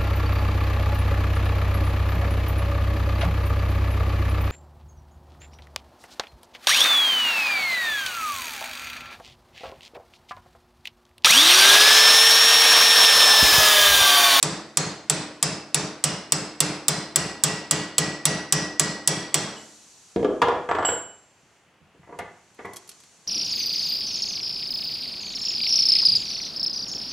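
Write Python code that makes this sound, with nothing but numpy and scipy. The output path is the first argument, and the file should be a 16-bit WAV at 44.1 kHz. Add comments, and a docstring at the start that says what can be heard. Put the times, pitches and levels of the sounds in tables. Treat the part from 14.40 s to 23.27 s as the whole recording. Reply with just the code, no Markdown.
"""Sharp steel cracks over a booming, rattling bench: eighteen hammer blows drive a cold chisel along
a strip of sheet metal held in a vise. The tools then thud onto the wooden bench, the loose chisel
rings, and fingers work the strip free with dull nudges and thin, bright ticks. A faint hiss swells
and fades. All is heard close up in a hard-walled workshop, through a small camera's limiter."""
import sys
import numpy as np
from scipy import signal
from scipy.fft import rfft, irfft
from scipy.io import wavfile
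from scipy.ndimage import uniform_filter1d

SR = 44100
rng = np.random.default_rng(int(sys.argv[2]) if len(sys.argv) > 2 else 0)


def transcribe(u):
    """Save the signal u as a 16-bit wav file named by the first command-line argument.

    u: samples, shape (n,) or (channels, n), limited to [-1, 1]; the rate is SR.
    q: integer samples, one column per channel.
    """
    v = np.clip(np.atleast_2d(u).T, -1, 1)
    q = np.round(v * 32767).astype(np.int16)
    wavfile.write(sys.argv[1], SR, q)


N = 391166


def gain_of(db):
    return 10 ** (np.asarray(db) / 20)


def curve_at(points, hz):
    f, value = np.transpose(points)
    return np.interp(np.log(hz + 1), np.log(f + 1), value)


def add(mix, s, sound):
    part = mix[..., round(s * SR):][..., :sound.shape[-1]]
    part += sound[..., :part.shape[-1]]


def attack(size, rise_s):
    return 1 - np.exp(-(np.arange(size) / SR / rise_s) ** 2)


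def ring(modes, size, spread_db, detune):
    """Dying sines; each strike lands a little differently on every mode."""
    hz, db, t60 = np.transpose(modes)[:, :, None]
    luck, t = rng.standard_normal((2, len(modes), 1)), np.arange(size) / SR
    waves = np.sin(2 * np.pi * hz * (1 + detune * luck[0]) * t)
    return (gain_of(db + spread_db * luck[1] - 60 * t / t60) * waves).sum(0)


# stereo image, narrow lows and wide highs: (frequency [Hz], left-right likeness [0-1])
LIKENESS = [(60, 0.84), (300, 0.99), (600, 0.97), (1200, 0.93), (2500, 0.77), (6000, 0.59), (12000, 0.34)]
def noise(colour_db, size, t60=None):
    """Coloured stereo noise starting at rms 1; with t60 each band dies at its own speed."""
    hz, t = np.fft.rfftfreq(1024, 1 / SR), np.arange(size // 256 + 5) * 256 / SR
    a, b, c, d = rng.standard_normal((len(t), len(hz), 4)).T
    same = np.clip(curve_at(LIKENESS, hz), 0, 1)[:, None]
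    left = a + 1j * b
    right = same * left + np.sqrt(1 - same ** 2) * (c + 1j * d)
    bands = gain_of(colour_db(hz))[:, None] * np.array([left, right])
    scale = np.std(signal.istft(bands, nperseg=1024, noverlap=768)[1])
    if t60:
        bands = bands * gain_of(-60 * t / curve_at(t60, hz)[:, None])
    return signal.istft(bands, nperseg=1024, noverlap=768)[1][:, :size] / scale


# colours of the room tone and the hiss: (frequency [Hz], relative density [dB])
AIR_COLOUR = [(18, -52), (30, -10), (353, -10), (601, -11.5), (700, -10.5), (2690, -15), (2980, -15.5),
              (3840, -24), (11200, -35.5), (13000, -43.5)]
HISS_COLOUR = [(1470, -56.5), (2500, -9.5), (3050, -11.5), (4460, -4), (5240, -7.5), (5710, -1.5),
               (7050, -1), (11700, -18), (13000, -28.5), (13500, -46)]
# fader ride on the hiss: (time [s], level [dB])
HISS_FADER = [(0.01, -63.5), (4.9, -71), (5.2, -51), (5.75, -55.5), (6.0, -60.5), (6.5, -66.5),
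              (7.17, -67.5), (7.4, -81.5), (7.82, -66), (8.32, -62), (8.5, -56), (8.86, -59.5)]
def background():
    """Still room air with a low drone, under a treble hiss that swells and fades."""
    fader_db = np.interp(np.arange(N) / SR, *np.transpose(HISS_FADER))
    hiss = noise(lambda hz: curve_at(HISS_COLOUR, hz), N)
    air = noise(lambda hz: curve_at(AIR_COLOUR, hz) + 6.6 * np.exp(-((hz - 150) / 25) ** 2), N)
    return gain_of(-61.5) * air + gain_of(fader_db) * hiss


# workshop reverb: (frequency [Hz], t60 [s])
ROOM_DECAY = [(100, 0.51), (500, 0.5), (2000, 0.52), (6000, 0.45), (12000, 0.41)]
def room(x):
    """Hard walls return three early echoes and a diffuse tail."""
    tail = noise(lambda hz: -1.5 * np.log2(1 + hz / 1000) - 7.9 * (hz / 12000) ** 4, 30000, ROOM_DECAY)
    tail *= attack(30000, 0.0052)
    tail /= np.linalg.norm(tail[0])
    for s, share in [(.0042, 0.5), (.0078, -0.47), (.0125, .25)]:
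        add(tail, s, share * np.ones((2, 1)))
    return signal.fftconvolve(x.mean(0, keepdims=True), tail, axes=1)[:, :N]


def knock(peaks, db, centre_hz, octaves, edge_db, t60):
    """A dull burst in a resonant body, strongest near its centre, with a short bright edge."""
    def resonance_db(hz):
        return 10 * np.log10(sum(gain_of(2 * top) / (1 + (2 * (hz - f) / w) ** 2) for f, w, top in peaks))

    def body_db(hz):
        rolloff = 5.9 * (np.log2((hz + 1) / centre_hz) / octaves) ** 2
        return resonance_db(hz) - np.minimum(rolloff, np.where(hz < centre_hz, 12, 80)) - 25 * (hz < 50)

    def bright_db(hz):
        return 0.71 * resonance_db(hz) - 1.1 * np.log2((hz + 1) / 3000) ** 2 - 3.8 * (hz / 7000) ** 2

    t = np.arange(9000) / SR
    body = noise(body_db, len(t))
    edge = noise(bright_db, len(t)) * gain_of(edge_db - 60 * t / 0.12)
    return gain_of(db - 60 * t / t60) * (body + edge) * attack(len(t), 0.0019)


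# body of the vise handle and screw: (frequency [Hz], width [Hz], level [dB])
VISE_BODY = [(145, 53, 6.5), (400, 94, 3.5), (694, 80, -4.5), (930, 400, -3), (1114, 97, -4),
             (1420, 97, -7), (1770, 95, -4), (2000, 105, 3), (2200, 120, -11), (2430, 73, -18),
             (3320, 180, -19)]
# nudge cues: (time [s], level [dB], centre [Hz], spread [octaves])
NUDGE_CUES = [(7.03, -58, 150, 0.3), (7.414, -47, 152, 0.3), (7.547, -52, 400, 0.96),
              (7.591, -49.5, 160, 0.53), (7.63, -51.5, 1190, 1.05), (7.672, -46.5, 600, 1.3),
              (7.691, -38.5, 480, 1.1), (7.724, -37.5, 680, 1.16), (7.788, -26, 1150, 2.2),
              (7.823, -44, 400, 1.3), (8.08, -60, 150, 0.32), (8.18, -53, 1200, 2.1),
              (8.189, -33.5, 800, 2), (8.246, -31.5, 975, 2.4), (8.288, -40.5, 700, 0.92)]
def vise_nudges(bus):
    """Hands bump the vise and its handle; a stronger nudge has a brighter edge."""
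    for s, db, centre_hz, octaves in NUDGE_CUES:
        add(bus, s, knock(VISE_BODY, db, centre_hz, octaves, edge_db=7.5 + .8 * db, t60=.11))


# ring of the curled offcut: (frequency [Hz], level [dB], t60 [s])
OFFCUT_MODES = [(3240, -9, 0.073), (4370, -7, 0.077), (5330, -18, 0.059), (6100, -10, 0.054),
                (8650, -10, .06), (11400, -11, 0.037)]
# tick cues: (time [s], level [dB], centre [Hz])
TICK_CUES = [(7.788, -39.5, 8400), (8.145, -58, 8950), (8.253, -51, 9000), (8.334, -40, 10000),
             (8.360, -37, 9000), (8.367, -33.5, 8450), (8.476, -48.5, 9900), (8.491, -34.5, 8600),
             (8.515, -44.5, 5000), (8.602, -48, 5980), (8.635, -48, 5000)]
def strip_ticks(bus):
    """Fingers snap the strip's thin neck; each bright tick briefly rings the offcut."""
    t = np.arange(6000) / SR
    for s, db, centre_hz in TICK_CUES:
        snap = noise(lambda hz: -12 * ((hz - centre_hz) / 8100) ** 2 - 6 * (hz / 13500) ** 12, len(t))
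        snap *= gain_of(-60 * t / 0.045)
        offcut = 0.44 * ring(OFFCUT_MODES, len(t), spread_db=3.7, detune=0.0095)
        add(bus, s, gain_of(db) * (snap + offcut) * attack(len(t), 0.00074))


# ring of the loose chisel: (frequency [Hz], level [dB], t60 [s])
CHISEL_MODES = [(2965, 1.5, 0.51), (2974, -10.5, 0.45), (3020, -11.5, 0.3), (2910, -11, 0.26),
                (4800, -9, 0.036), (7420, 3, 0.6), (7444, -3.5, 0.44), (7440, -8.5, 0.46), (7330, -3, 0.1),
                (7840, 5, 0.29), (7880, -8, 0.5), (12040, -39, .15), (13450, -19, 0.41),
                (14790, -35, 0.088)]
# touch cues: (time [s], level [dB], tilt [dB/octave])
TOUCH_CUES = [(5.165, -50, -7), (6.292, -57, 0), (6.386, -53, -6), (6.450, -25, 0)]
def chisel_rings(bus):
    """The chisel rings free; where it is touched decides between its low and high modes."""
    for s, db, tilt in TOUCH_CUES:
        modes = [(hz, level + tilt * np.log2(hz / 4500), t60) for hz, level, t60 in CHISEL_MODES]
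        add(bus, s, gain_of(db) * ring(modes, 40000, spread_db=0.5, detune=0) * attack(40000, 0.0024))


# ring of the hammer head: (frequency [Hz], level [dB], t60 [s])
HEAD_MODES = [(4230, -38, 0.27), (3180, -37.5, 0.092)]
def hammer_clink(bus):
    """The steel head lands with one small clink."""
    add(bus, 6.018, ring(HEAD_MODES, 20000, spread_db=2.5, detune=0))


# body of the wooden bench top: (frequency [Hz], width [Hz], level [dB])
BENCH_BODY = [(75, 40, 4), (197, 160, -10), (329, 87, 3.5), (458, 59, 5.5), (674, 270, 0.5),
              (1064, 110, -6), (1290, 200, -2.5), (1620, 280, -6), (2100, 370, -13), (3130, 450, -13.5),
              (4340, 20, -22)]
# landing cues: (time [s], level [dB], centre [Hz], bright edge [dB])
DROP_CUES = [(5.760, -10.5, 270, -17), (5.79, -21, 303, -19), (5.827, -16, 294, -17), (5.845, -9, 454, -16),
             (5.9, -18, 453, -27), (6.017, -4.5, 760, -4), (6.045, -20.5, 600, -20),
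             (6.082, -11.5, 547, -9.5), (6.12, -21, 610, -16), (6.288, -19.5, 900, -10.5),
             (6.311, -13, 990, -12.5), (6.348, -20.5, 980, -5), (6.384, -14, 740, -16),
             (6.424, -23, 1200, -11), (6.447, -22, 1500, -2), (6.485, -17.5, 815, -4),
             (6.52, -30, 500, -29)]
def tool_drops(bus):
    """Tools thud on the bench; a harder landing, with a brighter edge, covers a wider band."""
    for s, db, centre_hz, edge_db in DROP_CUES:
        octaves = 1.63 + .037 * edge_db
        add(bus, s, knock(BENCH_BODY, db, centre_hz, octaves, edge_db, t60=0.08))


# the boom and its returns off the walls: (delay [s], pitch [Hz], level [dB], half-width [s])
BASS_PACKETS = [(.031, 151, 3, 0.016), (.060, 177, -1.5, 0.0067), (.085, 150, -8, 0.0084),
                (0.103, 165, -2, 0.0046), (.152, 190, -10, 0.0067)]
# ring of the bench frame: (frequency [Hz], level [dB], t60 [s])
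FRAME_MODES = [(76.4, -15, 0.58), (109.7, -19, 0.62), (149.5, -11, .6), (215, -15, 0.89),
               (300.5, -7.5, 0.82), (332.4, -11, 0.75), (424.5, -4, 0.4), (634, -15.5, 0.73)]
def bench_boom(size):
    """The weight under every blow: smooth packets of bass over the ringing frame."""
    t = np.arange(size) / SR
    packets = sum(gain_of(db) * np.cos(2 * np.pi * hz * (t - s)) * np.exp(-.5 * ((t - s) / width) ** 2)
                  for s, hz, db, width in BASS_PACKETS)
    return packets + ring(FRAME_MODES, size, spread_db=1.5, detune=0.0022) * attack(size, 0.028)


# colour of the shaken strip, jaws and shelves: (frequency [Hz], relative density [dB])
RATTLE_COLOUR = [(40, -39.5), (120, -7.5), (300, -3), (630, -3.5), (1780, -7.5), (3400, -12.5),
                 (5000, -7.5), (8200, -12), (9000, -25.5), (11000, -39), (16000, -72.5)]
# their tail: (frequency [Hz], t60 [s])
RATTLE_DECAY = [(60, 0.65), (300, 0.76), (1500, 0.66), (5000, 0.59), (9000, 0.27), (14000, .15)]
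def bench_rattle(size, low_hz, high_hz, buzz_db):
    """Parts rattle, the strip buzzes at two pitches and the chisel shank sings at a fixed third."""
    buzzes = [(low_hz, buzz_db, 110), (high_hz, buzz_db, 130), (9760, 11, 120)]
    # no two blows shake the same small parts; the heavy ones below 2 kHz answer alike
    ripple_db = 4 * uniform_filter1d(rng.standard_normal(513), size=4) * (np.arange(513) > 48)

    def colour_db(hz):
        peaks_db = sum(db * np.exp(-((hz - f) / width) ** 2) for f, db, width in buzzes)
        return curve_at(RATTLE_COLOUR, hz) + ripple_db + peaks_db

    rattle = noise(colour_db, size, RATTLE_DECAY)
    partials = [(hz, buzz_db - 36, .4) for hz in (low_hz, high_hz) * 10]  # a cluster on each strip buzz
    return (rattle + ring(partials, size, spread_db=1.5, detune=0.024)) * attack(size, 0.002805)


# ring of the cut strip: (frequency [Hz], level [dB], t60 [s])
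STRIP_MODES = [(1930, 7, 0.75), (1946, 1.5, 0.8), (1930, -5, .4), (1670, -0.5, .4), (5840, -5, 0.37)]
def strip_ring(size, gap_s):
    """The strip sings on until the next blow chokes it."""
    choke = np.clip((gap_s - np.arange(size) / SR) / .004, 0, 1)
    return ring(STRIP_MODES, size, spread_db=1.8, detune=.0015) * attack(size, 0.018) * choke


# colour of steel on steel: (frequency [Hz], relative density [dB])
CRACK_COLOUR = [(180, -60), (300, -35), (1190, -16), (1580, -20), (1900, -17), (2210, -12), (6560, -5.5),
                (7760, -0.5), (11800, -15.5), (15200, -17.5), (16500, -41)]
# hammer and gripped chisel: (frequency [Hz], level [dB], t60 before extra damping [s])
GRIPPED_MODES = [(1166, -12.5, 0.18), (1916, -16, 0.14), (3264, -11.5, 0.17), (3567, -5.5, .04),
                 (2895, -13, 0.045), (4283, -12.5, 0.11), (4924, -7.5, 0.097), (5630, -9, 0.23),
                 (5980, -12.5, 0.12), (6100, -12.5, 0.083), (7120, -10.5, 0.088), (7400, -0.5, .05),
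                 (7752, 6.5, 0.029), (7900, -4.5, .06), (8020, -7, .04), (8160, -9, 0.037),
                 (9060, -4, 0.044), (9775, 0.5, 0.031), (10540, -16.5, .04), (13700, -20.5, .08),
                 (14200, -18.5, .08), (14900, -28, .06)]
def steel_crack(bite_db):
    """Hammer meets chisel: a snap over a short sizzle and a tightly damped ring."""
    t = np.arange(6000) / SR
    burst = .5 * noise(lambda hz: curve_at(CRACK_COLOUR, hz) + bite_db * (hz > 10800), len(t))
    snap = gain_of(-4 - 60 * (t / 0.007) ** 2)
    sizzle = gain_of(-4.5 - 60 * t / 0.04)
    damping = gain_of(-60 * t / 0.084)
    steel = 0.35 * ring(GRIPPED_MODES, len(t), spread_db=1.8, detune=0.0091) * damping
    return (burst * (snap + sizzle) + steel) * attack(len(t), 0.00033)


# layer faders, relative to force: (time [s], boom [dB], rattle [dB], strip ring [dB], treble bite [dB])
CUT_FADERS = [(0.03, -22.5, -20, -48, -3), (1.3, -22.5, -20, -59, -5), (2.1, -23.5, -21, -53, 1.7),
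              (2.6, -23.5, -20.5, -38, 3.5), (3.3, -23.5, -21, -37.5, 0.5), (3.9, -21, -20, -33, 0.5),
              (4.6, -24.5, -21.5, -35, -0.5), (4.95, -26.5, -21.5, -45, 1)]
# blow cues: (time [s], force [dB], low buzz [Hz], high buzz [Hz], buzz boost [dB])
BLOW_CUES = [(0.0275, -2, 4130, 6450, 0.5), (0.3715, -1.5, 4250, 6510, 10.5), (0.698, -2, 2620, 5100, 4.5),
             (1.0269, -2, 2693, 5100, 9.5), (1.3447, -2, 4650, 5750, 7.5), (1.6398, -1.5, 2880, 5300, 7.5),
             (1.9214, -2, 2680, 5020, 5.5), (2.204, 0, 2660, 5010, 7.5), (2.4823, -0.5, 4060, 4970, 8.5),
             (2.759, -0.5, 2800, 4960, 6), (3.0367, 0.5, 2720, 5110, 8.5), (3.3104, -0.5, 2830, 4930, 5.5),
             (3.5817, 0, 2780, 4970, 4), (3.8538, 0, 2770, 5840, 7), (4.124, 0.5, 4990, 5860, 7.5),
             (4.396, 0.5, 4240, 5070, 5), (4.675, 1, 3350, 5700, 10), (4.943, 0.5, 3300, 5700, 8.5)]
def hammer_blows(steel_bus, shake_bus):
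    """Each blow cracks and shakes the bench; balance and buzz pitches shift as the cut advances."""
    size = 28000
    when, *faders = np.transpose(CUT_FADERS)
    gaps = np.diff([cue[0] for cue in BLOW_CUES], append=N / SR)
    for gap_s, (s, force_db, low_hz, high_hz, buzz_db) in zip(gaps, BLOW_CUES):
        boom_db, rattle_db, ring_db, bite_db = (np.interp(s, when, fader) for fader in faders)
        add(steel_bus, s, gain_of(force_db) * steel_crack(bite_db))
        rattle = gain_of(rattle_db) * bench_rattle(size, low_hz, high_hz, buzz_db)
        boom = gain_of(boom_db) * bench_boom(size)
        strip = gain_of(ring_db) * strip_ring(size, gap_s)
        add(shake_bus, s, gain_of(force_db) * (boom + rattle + strip))


# pan, with the steel's treble right of centre: (frequency [Hz], left minus right [dB])
PAN = [(60, 1), (1000, -0.5), (2000, 0.5), (4000, -0.1), (8000, -1.5), (13000, -2)]
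def scene():
    """Three buses, with reverb on steel and knocks, panned by frequency over the background."""
    steel, shake, knocks = np.zeros((3, 2, N))
    hammer_blows(steel, shake)
    chisel_rings(steel)
    hammer_clink(steel)
    strip_ticks(steel)
    tool_drops(knocks)
    vise_nudges(knocks)
    mix = steel + gain_of(-13) * room(steel) + shake + knocks + gain_of(-6.5) * room(knocks)
    padded = N + 834
    pan = gain_of(np.outer([.5, -.5], curve_at(PAN, np.fft.rfftfreq(padded, 1 / SR))))
    return irfft(rfft(mix, padded) * pan)[:, :N] + background()


def record(dry):
    """The small capsule drops deep bass; the limiter ducks peaks, soft-clips and recovers steadily."""
    dry = signal.sosfilt(signal.butter(2, 70, "high", fs=SR, output="sos"), dry)
    power_db = 10 * np.log10(signal.lfilter([.01], [1, -.99], (dry ** 2).mean(0)) + 1e-12)
    threshold_db, detector_fall_db_per_s, top_hz = -22.5, 121, 16500
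    fall_db = np.arange(N) * detector_fall_db_per_s / SR
    peak_db = np.maximum.accumulate(power_db + fall_db) - fall_db
    duck_db = .3 * np.maximum(peak_db - threshold_db, 0)
    limited = np.tanh(dry * gain_of(0.5 - duck_db))
    high_cut = signal.firwin(511, top_hz, window=("kaiser", 9), fs=SR)
    return signal.oaconvolve(limited, high_cut[None], "same")


dry = scene()
out = record(dry)
transcribe(out)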